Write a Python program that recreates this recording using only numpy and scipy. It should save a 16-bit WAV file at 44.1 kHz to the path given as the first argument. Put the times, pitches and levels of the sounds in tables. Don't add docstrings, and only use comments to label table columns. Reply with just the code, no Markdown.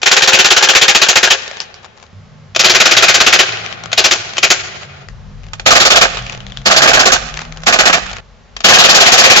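import sys
import numpy as np
from scipy import signal
from scipy.fft import rfft, irfft, next_fast_len
from scipy.io import wavfile
from scipy.ndimage import uniform_filter1d

SR = 44100
rng = np.random.default_rng(int(sys.argv[2]) if len(sys.argv) > 2 else 0)


def generate_wav(signal):
    frames = np.transpose(np.atleast_2d(signal))
    scaled = np.clip(frames, -1, 1) * 32767
    pcm = np.round(scaled).astype(np.int16)
    wavfile.write(sys.argv[1], SR, pcm)


N = 414540
HZ = np.fft.rfftfreq(8192, 1 / SR)
TIME = np.arange(N) / SR

POSITION_STARTS = [0, 2.13, 5.07, 8.205, 9.5]
# [first_shot_s, shots, first_gap_s, last_gap_s, bend, relative force_db, clatter_s, latch_delay_s, relative latch_db]
TRIGGER_PULLS = [(0.06, 21, 0.053, 0.074, 1.3, -1.5, 0.024, 0.041, -3.5),
                 (2.594, 15, 0.0508, 0.0638, 1.15, -1.3, 0.022, 0.038, -5.5),
                 (3.977, 3, 0.064, 0.069, 1, -3, 0.026, 0.041, -5),
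                 (4.43, 2, 0.073, 0.073, 1, -1.5, 0.024, 0.04, -7),
                 (5.662, 8, 0.0442, 0.055, 0.8, -4.5, 0.028, 0.039, -9),
                 (6.659, 9, 0.0505, 0.0635, 0.8, -5.5, 0.029, 0.039, -3),
                 (7.667, 5, 0.0585, 0.0718, 1, -7.5, 0.031, 0.041, -3),
                 (8.644, 14, 0.042, 0.0613, 0.42, -4.5, 0.032, 0.037, -1)]


def gain_of(db):
    return 10 ** (np.asarray(db) / 20)


def evened(x):
    return x / np.sqrt(np.mean(x ** 2) + 1e-20)


def read(points, hz):
    f, value = np.transpose(points)
    return np.interp(np.log(hz + 1), np.log(f + 1), value)


def add(mix, s, sound):
    part = mix[..., max(round(s * SR), 0):][..., :sound.shape[-1]]
    part += sound[..., :part.shape[-1]]


def panned(db):
    return gain_of(np.array([[db], [-db]]) / 2)


def bumps(modes):
    return sum(db / (1 + (2 * (HZ - hz) / width) ** 2) for hz, width, db in modes)


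def ring(db):
    log_gain = np.log(gain_of(np.maximum(db, -100)))
    circle = np.r_[log_gain, log_gain[-2:0:-1]]
    return np.fft.ifft(np.exp(np.conj(signal.hilbert(circle)))).real[:4096]


def colour(x, db):
    response = ring(db)
    kernel = response / np.linalg.norm(response)
    return signal.oaconvolve(x, kernel[None], axes=1)[:, :x.shape[1]]


def low_pass(x, hz, size):
    kernel = signal.firwin(size, hz, window=("kaiser", 8), fs=SR)
    return signal.oaconvolve(x, kernel[None], "same")


def strike(t, rise, decay):
    return (1 - np.exp(-t / rise)) * np.exp(-t / decay)


def clatter(size, per_s, air):
    knocks = rng.standard_normal((2, size)) * (rng.random(size) < per_s / SR)
    return evened(evened(knocks) + air * rng.standard_normal((2, size)))


def wavering_band(centre_hz, width_hz, side=0.33):
    coarse = TIME[::64]
    wander = rng.standard_normal((2, len(coarse), 2)) @ [1, 1j]
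    r = np.exp(-np.pi * width_hz * coarse[1])
    for _ in range(2):
        wander = signal.lfilter([1 - r], [1, -r], wander)
    turn = np.exp(2j * np.pi * np.cumsum(centre_hz * np.ones(N)) / SR)
    mid, wide = ((np.interp(TIME, coarse, part) * turn).real for part in wander)
    return evened(np.array([mid + side * wide, mid - side * wide]))


def engine(hum_db=-3, hum_width_hz=10, muffler_hz=215, roar_db=-5, roar_hz=115, roar_width_hz=90,
           rumble_db=1, rumble_hz=45, rumble_width_hz=18, rumble_pan_db=5):
    # [time_s, pitch_hz]
    engine_pitch = [(0, 99.45), (2.2, 98.8), (3.3, 106.7), (3.9, 113), (4.4, 106), (4.9, 90.4),
                    (5.2, 96.96), (5.6, 103), (6.5, 130.9), (7.3, 153.9), (7.6, 160), (8.19, 193.4),
                    (8.23, 105), (9.4, 102)]
    # [multiple of the pitch, relative level_db]
    engine_tones = [(1, -0.5), (1.5, -3.5), (2, -9.5)]
    # [hum_db, roar_db, rumble_db]
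    background = [(-62, -61.5, -68.5), (-40, -42, -57), (-36.5, -37.5, -33.5), (-55, -54.5, -43)]
    pitch_hz = np.interp(TIME, *np.transpose(engine_pitch))
    position = np.digitize(TIME, POSITION_STARTS) - 1
    hum_level_db, roar_level_db, rumble_level_db = np.array(background)[position].T

    def muffled(tone_hz, order=6):
        return 1 / np.sqrt(1 + (tone_hz / muffler_hz) ** (2 * order))

    hum = 0
    for multiple, tone_db in engine_tones:
        tone_hz = multiple * pitch_hz
        hum = hum + gain_of(tone_db) * muffled(tone_hz) * wavering_band(tone_hz, hum_width_hz)
    roar = wavering_band(roar_hz, roar_width_hz)
    rumble = panned(rumble_pan_db) * wavering_band(rumble_hz, rumble_width_hz)
    return (gain_of(hum_level_db + hum_db) * hum + gain_of(roar_level_db + roar_db) * roar
            + gain_of(rumble_level_db + rumble_db) * rumble)


def outdoor_air(level_db=-52.5, shared=1.028):
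    # [frequency_hz, relative density_db per Hz]
    air_spectrum = [(15, -33), (25, -4.5), (81, 5), (178, -5), (243, -1.5), (301, -12.5), (463, -8),
                    (822, -11.5), (971, -11), (1330, -14), (6130, -25.5), (7600, -32.5), (9880, -77.5),
                    (16700, -120)]
    noise = rng.standard_normal((2, N)) + shared * rng.standard_normal(N)
    return gain_of(level_db) * colour(noise, read(air_spectrum, HZ)) / np.sqrt(2)


def clacks(level_db=-4.5, rise=0.00076, decay=0.0033077, tail_db=-17, tail_decay=0.014838,
           slack_lead_s=0.013, slack_decay_s=0.0094):
    # [snap_s, relative level_db, slack click_db relative to the snap]
    clack_events = [(0.03, 2.5, -15), (2.561, 5.5, -17.5), (3.929, 3, -16.5), (4.381, 2.5, -13.5),
                    (5.533, -12.5, -37.5), (5.596, -12.5, -32), (7.634, -17, -21), (8.565, -14.5, -39.5),
                    (8.604, -16.5, -42)]
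    # [frequency_hz, width_hz, lift_db]
    linkage_modes = [(699, 370, 4.5), (1573.3, 200, 2.5), (2522, 300, 3), (3189, 610, 4)]
    t, envelope = np.arange(SR // 8) / SR, np.zeros(N)
    for s, db, slack_db in clack_events:
        gain = gain_of(db + level_db)
        rattle = gain_of(tail_db) * strike(t, decay, tail_decay)
        add(envelope, s - slack_lead_s, gain * gain_of(slack_db) * strike(t, rise, slack_decay_s))
        add(envelope, s, gain * (strike(t, rise, decay) + rattle))
    return colour(envelope * rng.standard_normal((2, N)), bumps(linkage_modes))


def run_up(length_s=0.0086, level_db=-22):
    envelope = np.zeros(N)
    swell = gain_of(level_db) * np.linspace(0, 1, round(length_s * SR))
    for start, *_ in TRIGGER_PULLS:
        add(envelope, start - length_s, swell)
    return envelope * clatter(N, per_s=2000, air=0.6)


def firing(first_shot_db=-1.5, build_up_shots=0.9, force_spread_db=0.9338, length_spread=0.11,
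           latch_spread_s=0.003, latch_spread_db=2.5):
    for start, count, first_gap, last_gap, bend, force_db, length, delay, catch_db in TRIGGER_PULLS:
        sag = np.linspace(0, 1, round(count) - 1) ** bend
        gaps = first_gap + (last_gap - first_gap) * sag
        for k, s in enumerate(start + np.r_[0, np.cumsum(gaps)]):
            force, stretch, late, catch = rng.standard_normal(4)
            build_up_db = first_shot_db * np.exp(-k / build_up_shots)
            yield (s, force_db + build_up_db + force_spread_db * force,
                   length * np.exp(length_spread * stretch),
                   delay + latch_spread_s * late,
                   catch_db + latch_spread_db * catch)


def shots(fired, slam_db=2, rise=0.005938, hold=0.73635, decay=0.01054, gear_db=-18, gear_decay=0.052345,
          latch_db=-3, latch_decay=0.0073325, bounce_db=-10, bounce_lead=.008, shot_tone_hz=2600, shot_tone_db=4):
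    # [frequency_hz, width_hz, lift_db]
    latch_modes = [(634.26, 1300, 11.5), (1618.2, 260, 14), (2670.9, 480, 4.5), (3150, 450, 5.5)]
    t = np.arange(SR // 6) / SR
    slam, latch = np.zeros((2, N)), np.zeros(N)
    chances = rng.standard_normal((len(fired), 3))
    for (s, force_db, length, delay, catch_db), (early, size, tone) in zip(fired, chances):
        fall = np.exp(-np.maximum(t - .002 - hold * length, 0) / decay)
        blow = np.minimum(t / rise, 1) ** 2 * fall
        gears = gain_of(gear_db) * strike(t, rise, gear_decay) * clatter(len(t), per_s=700, air=.5)
        since_bounce = np.maximum(t - delay + bounce_lead / 2 + 0.0029 * early, 0)
        bounce = gain_of(bounce_db + 2.4 * size) * strike(since_bounce, 0.00023, 0.00048)
        impacts = gain_of(force_db + slam_db) * blow + bounce
        rattle = impacts * clatter(len(t), per_s=1600, air=0.8139) + gears
        hz = shot_tone_hz * np.exp(.5 * tone)
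        add(slam, s - .004, colour(rattle, bumps([(hz, 0.35 * hz, shot_tone_db)])))
        add(latch, s + delay, gain_of(catch_db + latch_db) * strike(t, 0.0041, latch_decay))
    return slam + colour(latch * clatter(N, per_s=2500, air=0.11), bumps(latch_modes))


def barrels(fired, level_db=-13.0, delay=0.019, rise=0.0024, decay=0.00888):
    # [frequency_hz, width_hz, lift_db]
    barrel_modes = [(470, 160, 11), (700, 330, 23)]
    muzzle_db = [-1.5, -1.5, 2.5, 4]
    t, envelope = np.arange(SR // 12) / SR, np.zeros(N)
    for s, force_db, *_ in fired:
        position_db = muzzle_db[np.digitize(s, POSITION_STARTS) - 1]
        add(envelope, s + delay, gain_of(force_db + level_db + position_db) * strike(t, rise, decay))
    return colour(envelope * rng.standard_normal((2, N)), bumps(barrel_modes))


def lot(x, clump_db=5.0):
    # [delay_s, relative level_db]
    echo_levels = [(0.01, 5), (0.04, -8), (0.09, -10), (0.15, -11.5), (0.2, -14.5), (0.3, -13), (0.45, -21),
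                   (0.7, -25.5), (1.1, -53)]
    # [frequency_hz, loss_db per s]
    echo_loss = [(150, 10.5), (600, -1), (1500, 13.5), (4000, 24), (7500, 48.5)]
    size = SR * 6 // 5
    reflections = rng.standard_normal((2, size)) * (rng.random((2, size)) < 2500 / SR)
    hz, t, z = signal.stft(reflections, SR, nperseg=256)
    clumps = evened(uniform_filter1d(rng.standard_normal(len(t)), size=4))
    level_db = np.interp(t, *np.transpose(echo_levels)) + clump_db * clumps
    z *= gain_of(level_db - t * read(echo_loss, hz)[:, None]) * (t > .005)
    tail = signal.istft(z, SR, nperseg=256)[1]
    tail /= np.linalg.norm(tail, axis=1, keepdims=True)
    return signal.oaconvolve(x, tail, axes=1)[:, :x.shape[1]]


def slap(x, delay, dull_hz=3500):
    late = np.pad(x, ((0, 0), (round(delay * SR), 0)))[:, :x.shape[1]]
    return signal.lfilter(*signal.butter(1, dull_hz, fs=SR), late)


def landings(fired, flight_s=0.2, flight_spread=0.35, level_db=-21, tone_hz=1000,
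             spread_db=-1.5, spread_octaves=0.85):
    chances = (rng.random((len(fired), 3)) - .5) * np.sqrt(12)
    for (s, *_), (flight, size, tone) in zip(fired, chances):
        lands = s + flight_s * np.exp(flight_spread * flight)
        if np.digitize(lands, POSITION_STARTS) == np.digitize(s, POSITION_STARTS):
            yield lands, level_db + spread_db * size, tone_hz * 2 ** (spread_octaves * tone), 0


def taps(fired, level_db=3, cycles=4, tail_db=-19, tail_decay=0.014, lift_db=10, width=0.36, apart=1.0):
    # [time_s, relative level_db, tone_hz, left_right_db]
    clear_taps = [(1.603, -3, 5238, 6), (1.742, -20, 5122, -4), (1.845, -29.5, 1047, 4),
                  (3.523, -11, 4935, -3), (3.572, -14.5, 2794, -2.5), (3.662, -16.5, 3086, 16.5),
                  (3.726, -19.5, 3003, 19.5), (3.837, -20, 801, 7), (3.858, -19.5, 1450, 7),
                  (4.248, -25.5, 651, -1.5), (4.292, -19, 1672, 2.5), (4.832, -24, 2602, 11.5),
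                  (5.086, -24.5, 1759, 12.5), (6.171, -8.5, 3511, 9), (6.266, -16, 2699, -2),
                  (6.297, -19, 2598, 18), (6.404, -23, 2891, 14), (6.466, -19, 3680, 7.5),
                  (6.521, -20, 3267, 6.5), (6.572, -13, 3503, 5.5), (7.341, -16, 3006, 12.5),
                  (7.392, -18.5, 1201, -1.5), (7.415, -18.5, 4016, 2.5), (7.523, -24, 1179, 10.5),
                  (7.572, -23, 1410, 4), (8.096, -19.5, 3078, 12.5), (8.131, -18.5, 1920, 8)]
    t, out = np.arange(SR // 12) / SR, np.zeros((2, N))
    body_db = read([(100, -3), (450, 3.5), (3000, 5), (7000, 0.5), (9000, -16.0)], HZ)
    for s, db, hz, pan_db in [*clear_taps, *landings(fired)]:
        tail = gain_of(tail_db) * strike(t, 0.0094, tail_decay)
        envelope = strike(t, 0.0004353, cycles / (hz + 1500)) + tail
        grain = evened(rng.standard_normal(len(t)) + apart * rng.standard_normal((2, len(t))))
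        knock = colour(envelope * grain, bumps([(hz, width * hz, lift_db)]) + body_db)
        add(out, s, gain_of(db + level_db) * panned(pan_db) * knock)
    return out


def handling(rub=0.35, lift_db=7, width=0.8, tick_decay=0.001732, ticks_per_s=130, pan_db=8):
    # [start_s, length_s, relative level_db, tone_hz]
    scuffs = [(1.809, 0.07068, -37.5, 1057), (1.955, 0.1358, -38, 1100), (5.419, 0.08467, -40, 2561),
              (6.097, 0.30256, -28, 2669), (6.381, 0.4081, -39.5, 3294), (7.27, 0.26206, -29.5, 2230),
              (7.503, 0.2294, -39.5, 1311), (8.09, 0.11, -28, 1800)]
    out = np.zeros((2, N))
    body_db = read([(150, -5.5), (500, 3), (3000, 1), (7000, -2.5), (8500, -23)], HZ)
    for s, length, db, hz in scuffs:
        size = round(length * SR)
        slips = rng.exponential(1, size) * (rng.random(size) < ticks_per_s / SR)
        ticks = evened(signal.lfilter([1], [1, -np.exp(-1 / (tick_decay * SR))], slips))
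        friction = evened(rng.standard_normal(size) + rng.standard_normal((2, size)))
        scuff = np.hanning(size) ** .5 * (rub + ticks) * friction
        tone_db = bumps([(hz, width * hz, lift_db)]) + body_db
        add(out, s, gain_of(db - 8) * panned(pan_db) * colour(scuff, tone_db))
    return out


def thumps(level_db=-2, rise=0.0028, decay=0.02526):
    # [start_s, pitch_hz, relative level_db]
    shell_thumps = [(5.663, 205.5, -28.5), (6.659, 211.1, -14.5), (7.671, 223.9, -14.5),
                    (8.645, 192.8, -13.5)]
    t, out = np.arange(SR // 4) / SR, np.zeros(N)
    for s, hz, db in shell_thumps:
        add(out, s, gain_of(db + level_db) * strike(t, rise, decay) * np.sin(2 * np.pi * hz * t))
    return out


def ports(x, likeness, lead, balance):
    size = next_fast_len(x.shape[1] + 4096)
    a, b = rfft(x, size)
    hz = np.fft.rfftfreq(size, 1 / SR)
    same, tilt_db = np.clip(read(likeness, hz), 0, 1), read(balance, hz) / 2
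    right = (same * a + np.sqrt(1 - same ** 2) * b) * np.exp(-1j * read(lead, hz))
    return irfft(np.array([a * gain_of(tilt_db), right * gain_of(-tilt_db)]), size)[:, :x.shape[1]]


def scene():
    # [direct_db, echo_db, air_db, facade slap_delay_s, slap_db, left_right_db]
    places = [(-4, 4, 5, .19, -48, 2), (-3.5, 3.5, 6, 0.41, -53, 2.5), (0, 2, 7.5, 0.16, -24, -4),
              (2, 3.5, 5.5, 0.05, -7, 1.5)]
    # [frequency_hz, relative density_db per Hz]
    far_spectrum = [(71, -35), (120, -26), (232, -14.5), (301, -7.5), (384, -3.5), (516, -6.5),
                    (613, -11.5), (853, -1.5), (980, -7), (1440, -2.5), (2140, -4.5), (2460, -2.5),
                    (6970, -3), (7600, -3.5), (9880, -44.5), (16700, -120)]
    front_spectrum = [(71, -40), (120, -29), (291, -1), (377, -0.5), (572, -6.5), (646, -2.5), (980, -4),
                      (1410, 1), (1740, -2), (2500, 0.5), (3140, -1), (3730, 0), (6390, -0.5), (7600, -3.5),
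                      (9880, -57), (16700, -120)]
    held_spectrum = [(71, -30), (120, -19.5), (220, -9), (296, -2.5), (346, -8), (582, -7.5), (681, -3),
                     (853, -4), (963, -8.5), (1130, -3), (1270, -0.5), (1740, -4.5), (6500, -6),
                     (7600, -5.5), (9880, -44), (16700, -120)]
    wall_spectrum = [(71, -35), (120, -21.5), (232, -6.5), (291, -10), (346, -8.5), (525, -7), (582, -9.5),
                     (681, -3), (947, -6), (1270, -4), (2030, -5.5), (4840, -4), (6850, -5.5), (7600, -6),
                     (9880, -20), (16700, -120)]
    # [frequency_hz, db]
    ahead = [
        [(60, .8), (350, .97), (800, .93), (1200, .7), (1600, .4), (2300, .5), (2900, .6), (3700, .9),
         (4300, .97), (7500, .96)],
        [(60, 0), (400, -.25), (1000, -.1), (1700, .8), (2400, .6), (3100, -.1), (7500, -.1)],
        [(60, 2.0), (100, 2.0), (170, 1.0), (300, 0.0), (510, 0.0), (860, 0.0), (1470, 0.5), (2510, 3.0),
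         (4280, 1.0), (7300, -0.5)],
    ]
    beside = [
        [(150, 0.8442), (700, 0.7733), (1300, 1), (2700, 0.5999), (3500, 0.4842), (5000, 0.0767),
         (7500, 0.5668)],
        [(100, 0), (500, .4), (1000, 1.2), (1600, 2), (2800, 2.8), (3600, 3.4), (4200, 5.7), (5500, 6.1),
         (7500, 6.25)],
        [(60, -3.5), (100, 29), (170, -12.5), (300, -5.5), (510, -5.5), (860, -5), (1470, -1.5), (2510, 3),
         (4280, 3.5), (7300, 0.5)],
    ]
    # [frequency_hz, width_hz, lift_db]
    shell_modes = [(342, 83, 5.5), (532.76, 27, 7), (651, 100, 4), (810, 70, 0.5), (1162, 81, 1),
                   (1462.4, 110, 1.5), (1828.8, 130, 3), (2470.1, 190, 3), (3760, 88, -0.5)]
    fired = list(firing())
    drive = shots(fired) + barrels(fired) + run_up() + clacks()
    air = outdoor_air()
    body_db = read([(60, -6.5), (200, -3), (400, 0), (1000, 2.0), (3000, 4.5), (7000, 1), (8500, -10)], HZ)
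    shell_db = bumps(shell_modes) + body_db
    out = engine() + taps(fired) + handling() + thumps()
    spectra = (far_spectrum, front_spectrum, held_spectrum, wall_spectrum)
    views = zip(POSITION_STARTS, POSITION_STARTS[1:], places, spectra, (ahead, ahead, beside, beside))
    for start, end, (direct_db, echo_db, air_db, delay, slap_db, pan_db), spectrum, image in views:
        here = slice(round(start * SR), round(end * SR))
        blaster = colour(drive[:, here], read(spectrum, HZ) + shell_db)
        echoes = gain_of(echo_db - 18.0) * lot(blaster) + gain_of(slap_db) * slap(blaster, delay)
        direct = gain_of(direct_db) * ports(blaster, *image)
        add(out, start, panned(pan_db) * (direct + echoes) + gain_of(air_db) * air[:, here])
    return out


def record(dry, ceiling=0.72719, knee=7.7, makeup_db=2.5, top_knee=12):
    # [frequency_hz, width_hz, depth_db]
    response_dips = [(301.99, 53.47, -15), (967.38, 27.464, -15.5)]
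    # [frequency_hz, level_db]
    bass_rolloff = [(15, -7.5), (40, -6.5), (90, -1.5), (200, 0.5)]
    pressed = dry / (1 + abs(dry / ceiling) ** knee) ** (1 / knee)
    response = ring(bumps(response_dips) + read(bass_rolloff, HZ))
    notched = signal.oaconvolve(pressed, response[None], axes=1)[:, :N]
    narrow = gain_of(makeup_db) * low_pass(notched, 7650, size=201)
    flattened = narrow / (1 + abs(narrow) ** top_knee) ** (1 / top_knee)
    return low_pass(flattened, 15800, size=255)


dry = scene()
out = record(dry)
generate_wav(out)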